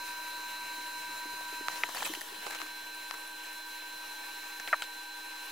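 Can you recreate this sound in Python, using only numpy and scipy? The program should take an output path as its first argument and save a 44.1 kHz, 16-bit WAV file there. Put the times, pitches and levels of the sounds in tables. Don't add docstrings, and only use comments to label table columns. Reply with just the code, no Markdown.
import sys
import numpy as np
from scipy import signal
from scipy.io import wavfile
from scipy.ndimage import uniform_filter1d

SR = 44100
rng = np.random.default_rng(int(sys.argv[2]) if len(sys.argv) > 2 else 0)


def gain_from_decibels(decibels):
    exponent = np.asarray(decibels, float) / 20
    return 10 ** exponent


def inscribe(sig):
    pcm = np.round(np.clip(np.atleast_2d(sig).T, -1, 1) * 32767)
    wavfile.write(sys.argv[1], SR, pcm.astype(np.int16))


N = 242991
T = np.arange(N) / SR

# (time [s], turned away [0-1], moved back [0-1], bearing of the near motor L-R [dB])
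SWING = [(0, 0, 0, -3), (1.7, 0, 0, -3), (1.81, .35, 0, 3), (1.92, .7, .65, 5), (2.05, 1, 1.1, 5.5),
         (2.19, .85, .9, 7), (2.29, .6, .95, -7), (2.41, .2, 1.1, -8), (2.5, -.1, .95, -6),
         (2.75, 0, 1, -5), (5.51, 0, 1, -4.5)]


def evened(x):
    return x / np.sqrt(np.mean(x ** 2) + 1e-20)


def read(points, hz):
    f, value = np.transpose(points)
    return np.interp(np.log(hz + 1), np.log(f + 1), value)


def curves(rows, t):
    s, *columns = np.transpose(rows)
    return [np.interp(t, s, column) for column in columns]


def drift(low_hz, top_hz, t):
    rates = np.geomspace(low_hz, top_hz, num=16)
    return evened(sum(np.sin(2 * np.pi * (f * t + rng.random())) / np.sqrt(f) for f in rates))


def after_swing(t):
    return np.clip((t - 1.8) / .5, 0, 1)


def placed(x, pan_db, lead=0.):
    left = x * gain_from_decibels(pan_db / 2) * np.exp(.5j * lead)
    right = x * gain_from_decibels(-pan_db / 2) * np.exp(-.5j * lead)
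    return np.array([left.real, right.real])


def tone(turns, db):
    return np.sqrt(2) * gain_from_decibels(db) * np.exp(2j * np.pi * turns)


def resonator(x, hz, width):
    r = np.exp(-np.pi * width / SR)
    angle = 2 * np.pi * hz / SR
    return signal.lfilter([0, np.sin(angle)], [1, -2 * r * np.cos(angle), r * r], x)


def hump(hz, centre_hz, width):
    return 1 / (1 + ((hz - centre_hz) / (width / 2)) ** 2) ** 2


def ticks(rows, t60, snap_db, spread, length):
    out, t = np.zeros((2, N)), np.arange(round(length * SR)) / SR
    u = (t - .0002) / .000058
    for (s, db, hz, pan_db), noise in zip(rows, rng.standard_normal((len(rows), len(t)))):
        decay = gain_from_decibels(-60 * t / t60) * (1 - np.exp(-t * hz * 2.5))
        sagging_t = t + .3 / hz * (1 - np.exp(-t * hz))
        modes = np.sin(2 * np.pi * hz * sagging_t) + .3 * np.sin(2 * np.pi * hz * spread * t)
        scatter = .1 * evened(resonator(noise, hz, hz * .8)) * gain_from_decibels(-60 * t / (3 * t60))
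        grit = .2 * resonator(noise, 5500, 5000) * np.exp(-t / .0015)
        snap = u * np.exp(-u ** 2 / 2) + grit
        body = modes * decay + scatter
        sound = gain_from_decibels(db) * (body / abs(body).max() + gain_from_decibels(min(snap_db, -1)) * snap / abs(snap).max())
        part = out[:, round((s + .0008) * SR):][:, :len(t)]
        part += placed(sound, np.clip(pan_db, -9, 9))[:, :part.shape[1]]
    return out


def palm_thumps():
    # (time [s], peak level [dB], ring [Hz])
    palm_hits = [(0.391, -56, 306), (0.779, -49.5, 280), (1.09, -48, 290), (1.253, -40, 294),
                 (1.336, -49, 363), (1.524, -50, 306), (1.605, -39, 293), (1.842, -51, 330),
                 (2.011, -50, 402), (2.096, -33, 310), (2.17, -42, 305), (2.321, -49, 325),
                 (2.465, -45, 384), (2.623, -47, 300), (4.672, -52, 394)]
    thumps = ticks([(*row, 2) for row in palm_hits], .072, -40, spread=1.25, length=.15)
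    return signal.sosfilt(signal.butter(3, 220, "high", fs=SR, output="sos"), thumps)


def case_ticks():
    # (time [s], peak level [dB], ring [Hz], L-R [dB])
    dull = [
        (1.409, -43, 950, 9),
        (1.89, -34.5, 950, 5),
        (1.947, -46, 1030, 9),
        (1.971, -31, 980, -1),
        (2.023, -25, 875, -5),
        (2.501, -48, 1320, 9),
        (3.139, -48, 1300, 7.5),
    ]
    sharp = [
        (2.027, -28, 1630, 9),
        (2.053, -31, 2510, 9),
        (2.137, -45, 1850, 1),
        (2.15, -42, 2960, 3),
        (2.209, -48, 1800, 3),
        (2.51, -37, 1610, 9),
        (2.152, -46, 2960, 0),
        (2.587, -38, 2850, 11),
        (4.598, -31, 1590, 0),
    ]
    snaps = [
        (2.5, -46, 4260, 2),
        (2.5, -46, 9300, 1.5),
    ]
    cracks = [
        (2.4661, -45, 1050, -7),
        (2.5485, -42, 1300, 9),
        (2.6160, -42, 1100, 7),
        (3.1465, -35, 1400, 3),
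        (4.8287, -30, 2800, .5),
    ]
    # (rows, t60 [s], snap over the ring [dB])
    kinds = [(dull, .009, -12), (sharp, .0092, -9), (snaps, .014, -20), (cracks, .005, -3)]
    return sum(ticks(*kind, spread=1.57, length=.036) for kind in kinds)


def rustle():
    # (time [s], length [s], level [dB], case colour [Hz])
    rubs = [(1.888, 0.009, -46, 1080), (1.952, 0.046, -47, 2710), (1.981, 0.078, -49.5, 1000),
            (2.417, 0.086, -53, 2870), (2.463, 0.028, -50, 970), (2.518, 0.031, -48.5, 2010),
            (2.544, 0.036, -47.5, 2600), (2.598, 0.027, -50.5, 2530), (2.62, 0.02, -53, 1500),
            (3.138, 0.01, -49, 1550), (4.673, 0.027, -49.5, 2620)]
    # (time [s], length [s], level [dB], case colour [Hz], fizz colour [Hz])
    scrapes = [(1.706, 0.06, -53, 2000, 6000), (1.753, 0.049, -54, 2800, 6000),
               (1.946, 0.0078, -48, 1500, 9500), (2.028, 0.0091, -54, 1500, 7900),
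               (2.047, 0.023, -45.5, 2960, 7760), (2.057, 0.029, -51.5, 2540, 12600),
               (2.068, 0.012, -48.5, 1220, 7800), (2.135, 0.0076, -48, 1890, 10600),
               (2.146, 0.017, -51, 2510, 7000), (2.212, 0.011, -50, 2040, 10100),
               (2.506, 0.0096, -48.5, 1800, 6650), (4.597, 0.0083, -51, 2500, 6500),
               (4.818, 0.041, -57.5, 3000, 6300)]
    out = np.zeros((2, N))
    unevenness = gain_from_decibels(2.8 * np.minimum(rng.exponential(1, N), 3.5))
    slips = rng.random(N) < 7500 / SR
    grains = rng.standard_normal((3, N)) * unevenness * slips
    grains = grains[0] + 1.13 * grains[1:]
    strokes = [(*row, 7340, -4) for row in rubs]
    strokes += [(*row, 2) for row in scrapes]
    for s, length, db, hz, fizz_hz, fizz_db in strokes:
        part = out[:, round(s * SR):round((s + length) * SR) + 400]
        u = np.arange(part.shape[1]) / (length * SR)
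        pressure = np.clip(np.minimum(u / 0.096, (1 - u) / .5), 0, 1)
        stroke = grains[:, round(s * SR):][:, :len(u)] * pressure
        fizz = resonator(resonator(stroke, fizz_hz, 1.7 * fizz_hz), fizz_hz, 1.7 * fizz_hz)
        part += gain_from_decibels(db) * (evened(resonator(stroke, hz, 0.54 * hz)) + gain_from_decibels(fizz_db) * evened(fizz))
    return out


def creak():
    # (time [s], slip rate [Hz], level [dB])
    slip_run = [
        (4.7288, 770, -13.5),
        (4.73, 715, -18.5),
        (4.732, 660, -13.5),
        (4.7335, 640, -11.5),
        (4.735, 620, -16),
        (4.7415, 590, -18),
        (4.742, 330, -20),
        (4.7455, 330, -31),
    ]
    # (frequency [Hz], width [Hz], level [dB])
    case_modes = [(1510, 200, 2.5), (1800, 410, -6.5), (1040, 310, -42), (590, 130, -38)]
    rate, level_db = curves(slip_run, T)
    colour = (rate / 610) ** .35
    on = (T >= slip_run[0][0]) & (T < slip_run[-1][0])
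    slip_count = np.ceil(np.cumsum(rate * on) / SR)
    out, push = np.zeros(N), signal.windows.hann(9) / 4
    for at in np.flatnonzero(np.diff(slip_count, prepend=0)):
        slip = np.pad(push, (0, 600)) * gain_from_decibels(level_db[at] + 0.8 * rng.standard_normal())
        rung = sum(gain_from_decibels(db) * resonator(slip, hz * colour[at], w) for hz, w, db in case_modes)
        out[at:at + len(slip)] += rung
    out = signal.sosfilt(signal.butter(2, [620, 2500], "band", fs=SR, output="sos"), out)
    return placed(-.8 * out, 1.0)


def pops():
    # (time [s], peak level [dB], ring [Hz], swell [ms], L-R
    # [dB])
    flexes = [(1.409, -46.5, 650, 1.8, 17), (1.6985, -39, 850, 1.1, 6), (1.7064, -36, 3000, .4, 0),
              (1.7745, -37, 5500, .4, 0), (1.8365, -37, 597, 1.1, 1), (1.8385, -29.5, 950, 1.1, 3),
              (1.8415, -35, 820, 1.3, 4), (1.889, -40, 1660, 1.4, 16), (1.892, -43, 605, 1.7, 0),
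              (1.9475, -35, 1760, 1.9, 1), (1.948, -41, 655, 2.2, 1), (1.9595, -36, 786, 2.1, 5),
              (1.9645, -38, 4540, 2.6, 2), (1.969, -35, 4450, 2.3, 2), (1.9665, -37, 2510, 1.3, 1),
              (1.98, -39, 1680, 2.4, 1), (1.986, -38, 7200, 1.6, 6), (2.004, -36, 2410, 2.2, 1),
              (2.0228, -31, 8000, 0.33, 3), (2.0235, -33.5, 850, 1.8, -3), (2.0283, -28.5, 3800, 0.39, 9),
              (2.0462, -32.5, 8200, 0.99, -5), (2.051, -30, 7800, 0.83, -5), (2.0595, -35, 12500, .6, 0),
              (2.0635, -33, 12250, 1.3, -2), (2.0635, -30.5, 2560, 1.1, 0), (2.0655, -30.5, 1000, 0.94, 2),
              (2.099, -49, 3200, 2, -1), (2.136, -41, 10500, 1, 1), (2.2095, -35.5, 10100, 1, 1.5),
              (2.211, -61, 1850, 1.5, 1),
              (2.4425, -36, 3000, .5, 0), (2.477, -43, 600, 1.7, -7), (2.5, -38, 900, 0.76, 14),
                   (2.529, -36, 2000, 0.54, 13), (2.535, -37, 1700, 0.92, 3), (2.552, -43, 6500, .8, 7),
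                   (2.603, -35, 1080, 0.29, 19), (2.662, -43, 1100, 0.89, 15), (4.5985, -34, 6000, .4, 2),
                   (4.6758, -25.5, 2780, 0.3, 0), (4.6764, -31, 2280, 1, 0), (4.6765, -34, 510, 0.82, 3),
                   (4.681, -34, 1600, 1.5, 0), (4.688, -36, 2220, 1.5, -1), (4.691, -40, 2000, 1.2, -1),
                   (4.8223, -26, 7700, 0.23, .5), (4.822, -28, 1460, 2, 0), (4.8386, -34, 3800, 0.48, .5),
              (1.68425, -19, 1100, .55, 3), (1.8353, -12, 2200, .54, .5), (1.8366, -21, 1500, .5, 5),
                  (1.8366, -30, 5200, .4, 1), (1.8374, -26, 2600, .5, 3), (1.8385, -32, 3400, .8, 1),
                  (1.84, -28, 1760, .6, 1), (1.8362, -25, 3600, .25, 1), (2.1365, -32, 4300, .6, 1),
                  (2.137, -32, 1900, 1.5, 1), (2.1511, -29, 3000, .55, 2), (2.2105, -32, 4300, .35, 1),
                  (2.2105, -36, 6200, .4, 1), (2.2115, -35, 1850, 2, 1), (1.9483, -35, 9800, .5, 1),
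                  (4.6759, -28, 3000, .15, 0), (4.8211, -29, 9000, .06, .5), (3.14, -36, 1500, .9, 4),
                  (4.8211, -21, 2800, .2, .5), (4.8224, -19, 2800, .2, .5), (2.9465, -38, 9900, .5, 2),
                  (3.2753, -37, 10300, .8, 2.5), (3.53, -41, 10200, .8, 1.5), (4.8215, -36, 700, .8, 0),
                  (4.739, -33, 975, 4.5, 1), (1.253, -46, 400, 4, 2), (1.523, -47, 410, 4, 2),
                  (1.605, -40, 420, 4, 2), (2.096, -38, 420, 3.5, 2), (2.322, -47, 410, 4, 2)]
    out, t = np.zeros((2, N)), np.arange(round(.02 * SR)) / SR
    for s, db, hz, swell_ms, pan_db in flexes:
        u = t / (swell_ms / 1000)
        sound = gain_from_decibels(db) * (u * np.exp(1 - u)) ** 2 * np.sin(2 * np.pi * hz * t)
        out[:, round(s * SR):][:, :len(t)] += placed(sound, pan_db)
    return out


def port_ticks():
    # (time [s], peak level [dB], ring [Hz], port [1 left, -1 right], snap over the ring [dB])
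    near_snaps = [(1.3325, -36, 600, 1, -6), (1.34, -38, 480, 1, -6), (1.68425, -14, 1250, -1, 2),
                  (2.3285, -38, 700, 1, -6), (2.3462, -33, 1000, 1, -6), (2.4675, -19.5, 1000, -1, -4),
                  (2.5103, -28, 1500, 1, -2), (2.5492, -23, 1400, 1, -2), (2.6171, -17.5, 1150, 1, -2),
                  (3.11095, -17, 1000, 1, 2), (5.314, -35, 1500, 1, 0), (5.3248, -33.5, 1100, 1, 0),
                  (5.3296, -33, 2000, 1, 0), (5.3365, -37, 1300, 1, 0), (5.356, -37, 1000, 1, 0),
                  (5.363, -37, 1200, 1, 0)]
    ring_s, snap_s, far_port_db = .0007, .000038, -17
    out, t = np.zeros((2, N)), np.arange(-20, 300) / SR
    snap = np.exp(-((t + 3 * snap_s) / snap_s) ** 2)
    rise = np.clip(t / (2 * snap_s) + 1, 0, 1)
    for s, db, hz, port, snap_db in near_snaps:
        hollow = rise * np.cos(2 * np.pi * hz * t) * np.exp(-t / ring_s)
        sound = port * gain_from_decibels(db) * (hollow - gain_from_decibels(snap_db) * snap)
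        gains = [1, gain_from_decibels(far_port_db)][::port]
        out[:, round(s * SR) - 20:][:, :len(t)] += np.outer(gains, sound)
    return out


def handling():
    contact = case_ticks() + rustle() + creak() + pops()
    return signal.sosfilt(signal.butter(2, 350, "high", fs=SR, output="sos"), contact)


def whine_levels():
    # (level near [dB], level far [dB], change when turned away [dB])
    whine_rows = [
        (-57, -59.3, -7),
        (-48.3, -57.4, 0),
        (-64.5, -63.5, 0),
        (-65, -65, -2),
        (-46.8, -49.4, -9),
        (-49.4, -51, -2),
    ]
    # (time [s], row of the whine, change [dB], half width [s])
    crossings = [(1.72, 0, 3, .12), (1.95, 1, 3, .1), (2.11, 0, -5, .09), (1.8, 2, 3, .18),
                 (2.2, 2, 2.5, .1), (2.53, 2, 3, .12), (4.2, 2, 2.5, .3), (2.6, 3, 4, .12),
                 (1.92, 4, -8, .05), (2.02, 4, -10, .05), (2.24, 4, -7, .05), (2.34, 4, -2, .06),
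                 (1.81, 5, -12, .045), (1.88, 5, -1, .06), (1.97, 5, -7, .05), (2.24, 5, -10, .05),
                 (2.3, 5, -4, .08), (3.3, 5, -2, .25)]
    away, back, _ = curves(SWING, T)
    levels = np.array([near + (rear - near) * back + lost * away for near, rear, lost in whine_rows])
    for s, row, db, half in crossings:
        levels[row] += db * np.clip(1 - abs(T - s) / half, 0, 1)
    return levels


def whines():
    # (multiple, level near [dB], level far [dB])
    rotor_orders = [(2, -74, -77), (10, -74, -72), (15, -80, -73), (17, -82, -76), (19, -82, -76),
                    (20, -75, -82), (30, -68, -80)]
    # (multiple, level near [dB], level far [dB])
    supply_orders = [(3, -66, -67), (4, -68, -76), (5, -76, -68), (6, -68, -70), (8, -66, -71)]
    # (frequency [Hz], level near [dB], level far [dB])
    whistles = [(474, -74, -74), (5013, -66, -74), (5972, -75, -73), (6572, -68, -77), (7192, -75, -80),
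                (7536, -85, -79), (9918, -78, -78), (11364, -76, -85)]
    # (time [s], phase ahead of an 11.5 Hz beat [turns])
    beat_phase = [(0, -.29), (.8, -.1), (1.6, -.07), (2.25, -1.15), (3.25, -1.18), (5.51, -1.52)]
    # (time [s], frequency [Hz], level [dB])
    settling_fan = [
        (4.07, 925, -85),
        (4.1, 912, -62),
        (4.21, 826, -61),
        (4.26, 813.2, -63),
        (5.51, 813.2, -64),
    ]
    rotor_hz, supply_hz, small_hz = 311.85, 480.02, 826.65
    lower, upper, small, hum, fifth, top = whine_levels()
    fifth_pan = curves(SWING, T)[2]

    swing = np.exp(-((T - 2.05) / 0.38) ** 2)
    speed = 1 - 0.000409 * (1 - after_swing(T)) + 0.0003 * drift(0.2745, 7.3, T)
    speed += 0.001 * swing * drift(2.03, 20.3, T)
    rotor = np.cumsum(rotor_hz * speed) / SR
    supply = supply_hz * T

    out = placed(tone(rotor, hum), 1.5)
    out += placed(tone(13 * rotor, top + .7 + .9 * drift(5, 50, T)), 0.1)
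    fifth_lead = -0.76 - 1.3 * np.exp(-((T - 2.3) / 0.095) ** 2)
    out += placed(tone(5 * rotor, fifth + 0.68 + 0.12 * drift(5.0, 30, T)), fifth_pan, lead=fifth_lead)
    upper_turns = 2 * supply + 11.5 * T + curves(beat_phase, T)[0]
    out += placed(tone(2 * supply, lower + .8) + tone(upper_turns, upper + 1.2), 1.5, lead=.1)

    settle_hz, settle_db = curves(settling_fan, T)
    gap = np.cumsum(small_hz - settle_hz) / SR
    gap += .04 - gap[round(4.3 * SR)]
    started = T > settling_fan[0][0]
    out += placed(tone(small_hz * T, small), 1.0)
    out += placed(tone(small_hz * T - gap, settle_db) * started, .8)

    faint = [(k * rotor, a, b) for k, a, b in rotor_orders]
    faint += [(k * supply, a, b) for k, a, b in supply_orders]
    faint += [(f * T + 0.29 * drift(0.297, 4.6, T), a, b) for f, a, b in whistles]
    for turns, near_db, far_db in faint:
        level_db = near_db + (far_db - near_db) * after_swing(T) + 1.2 * drift(.3, 4, T)
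        out += placed(tone(turns, level_db), rng.uniform(-0.94, 11.0), lead=rng.uniform(-1.3, 1))
    return out


def air():
    # (frequency [Hz], density [dB per Hz])
    near_spectrum = [(15, -40), (55, -37), (130, -36), (250, -28), (400, -21), (800, -21), (1200, -20),
                     (1600, -12.5), (2600, -12), (3500, -18), (4400, -18), (8000, -19.5), (12000, -18),
                     (16000, -23.5)]
    # (frequency [Hz], density [dB per Hz])
    far_spectrum = [(15, -40), (55, -38), (130, -43.5), (250, -26.5), (400, -18.5), (800, -19),
                    (1200, -19.5), (1600, -12.5), (2600, -12), (3500, -12.5), (4400, -19), (8000, -21.5),
                    (12000, -21.5), (16000, -22.5)]
    # (frequency [Hz], width [Hz], height near [dB], height far [dB])
    vents = [(299, 53, 5.5, 0.5), (612, 170, 5.5, 1.5), (1048, 340, 9, 8), (1337, 59, 5.5, 1.5),
             (1700, 350, -1, 2), (1850, 180, 3, 2.5), (2000, 126, -9.5, -14), (2280, 68, 5.5, 4.5),
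             (2615, 320, 4, 4), (3200, 330, -4, -5.5), (3800, 350, 2, -3.5), (3850, 340, 4.5, 3),
             (4870, 270, -2.5, -3.5), (5580, 170, 0, 4), (7940, 280, -2, 1), (14700, 700, 5, 1)]
    # (frequency [Hz], side minus mid [dB])
    side_width = [(60, 0), (110, -5), (200, -4), (300, -9), (600, -3), (1290, -7.5), (2100, -11),
                  (3000, -5), (3900, -13), (4500, -12), (5300, -5), (8120, -3), (15000, -2.5)]
    # (frequency [Hz], L-R [dB])
    port_lean = [(30, 2.5), (120, 3), (300, 1.8), (950, 1), (3800, 1), (15000, .8)]
    # (time [s], level [dB])
    flow_level = [(0, -49.5), (.5, -49.5), (1, -49.5), (1.5, -49.5), (1.8, -48.5), (2.05, -45), (2.25, -50),
                  (2.6, -50), (2.8, -52), (3.05, -51), (3.3, -52), (4.3, -50.5), (4.7, -51), (5.1, -53),
                  (5.51, -50.5)]
    # (frequency [Hz], phase [rad])
    turn_near = [(1000, 0), (3000, .5), (6000, .3), (7500, 1.2), (8500, 2.4), (11000, 3.4), (15000, 4.4)]
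    # (frequency [Hz], phase [rad])
    turn_far = [(1000, 0), (3000, .4), (6500, 0), (7500, .6), (8500, 2.4), (9500, 4.7), (10500, 6.3),
                (15000, 3.6)]
    frames, hz = N // 256 + 5, np.fft.rfftfreq(1024, 1 / SR)
    t = np.arange(frames) * 256 / SR
    moved = after_swing(t)
    a, b, c, d, patches = rng.standard_normal((frames, 513, 5)).T
    patches = uniform_filter1d(patches, size=14, axis=0)
    patches = evened(uniform_filter1d(patches, size=12, axis=1))

    humps = [hump(hz, f, w) for f, w, _, _ in vents]
    near = read(near_spectrum, hz) + np.array(vents)[:, 2] @ humps
    away = read(far_spectrum, hz) + np.array(vents)[:, 3] @ humps
    band = (hz > 1700) & (hz < 3700)
    near, away = (s - 10 * np.log10(np.sum(gain_from_decibels(2 * s[band]))) for s in (near, away))

    level_db = curves(flow_level, t)[0]
    hiss_db = -0.74 + (2 + 0.74) * moved
    stir_s = 2.5
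    stir = np.exp(-((t - stir_s) / np.where(t < stir_s, 0.6, 0.4)) ** 2)
    rumble_db = 8.5 + 5.5 * stir
    field = np.outer(near, 1 - moved) + np.outer(away, moved)
    field += level_db + 1.0 * patches + .45 * drift(3, 30, t)
    field += np.outer(1 / (1 + (5000 / (hz + 1)) ** 4), hiss_db + 0.66 * drift(4, 40, t))
    field += np.outer(1 / (1 + (hz / 250) ** 4), rumble_db + 1.5 * drift(4, 37, t))
    echo_shift = hump(hz, 3140, 500) * 10.0 - hump(hz, 2400, 650) * 12.0
    field += np.outer(echo_shift, curves(SWING, t)[0])
    field += 2.2 * patches * hump(hz, 127, 120)[:, None]

    mid = (a + 1j * b) * gain_from_decibels(field)
    side = (c + 1j * d) * gain_from_decibels(field + read(side_width, hz)[:, None])
    phase = np.outer(read(turn_near, hz), 1 - moved) + np.outer(read(turn_far, hz), moved)
    lean = gain_from_decibels(read(port_lean, hz)[:, None] / 2)
    ports = np.array([(mid + side) * lean, (mid - side) / lean * np.exp(1j * phase)])
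    return signal.istft(ports, nperseg=1024, noverlap=768)[1][:, :N]


def scene():
    touch = handling() + palm_thumps() + port_ticks()
    return touch + whines() + gain_from_decibels(1.0) * air()


def top_cut(x):
    return signal.sosfilt(signal.butter(12, 15870, fs=SR, output="sos"), x)


def record(dry):
    low_pass = signal.firwin(1501, 15810, window=("kaiser", 9), fs=SR)
    limited = signal.oaconvolve(dry, low_pass[None], "same")
    return top_cut(limited - .001)


dry = scene()
out = record(dry)
inscribe(out)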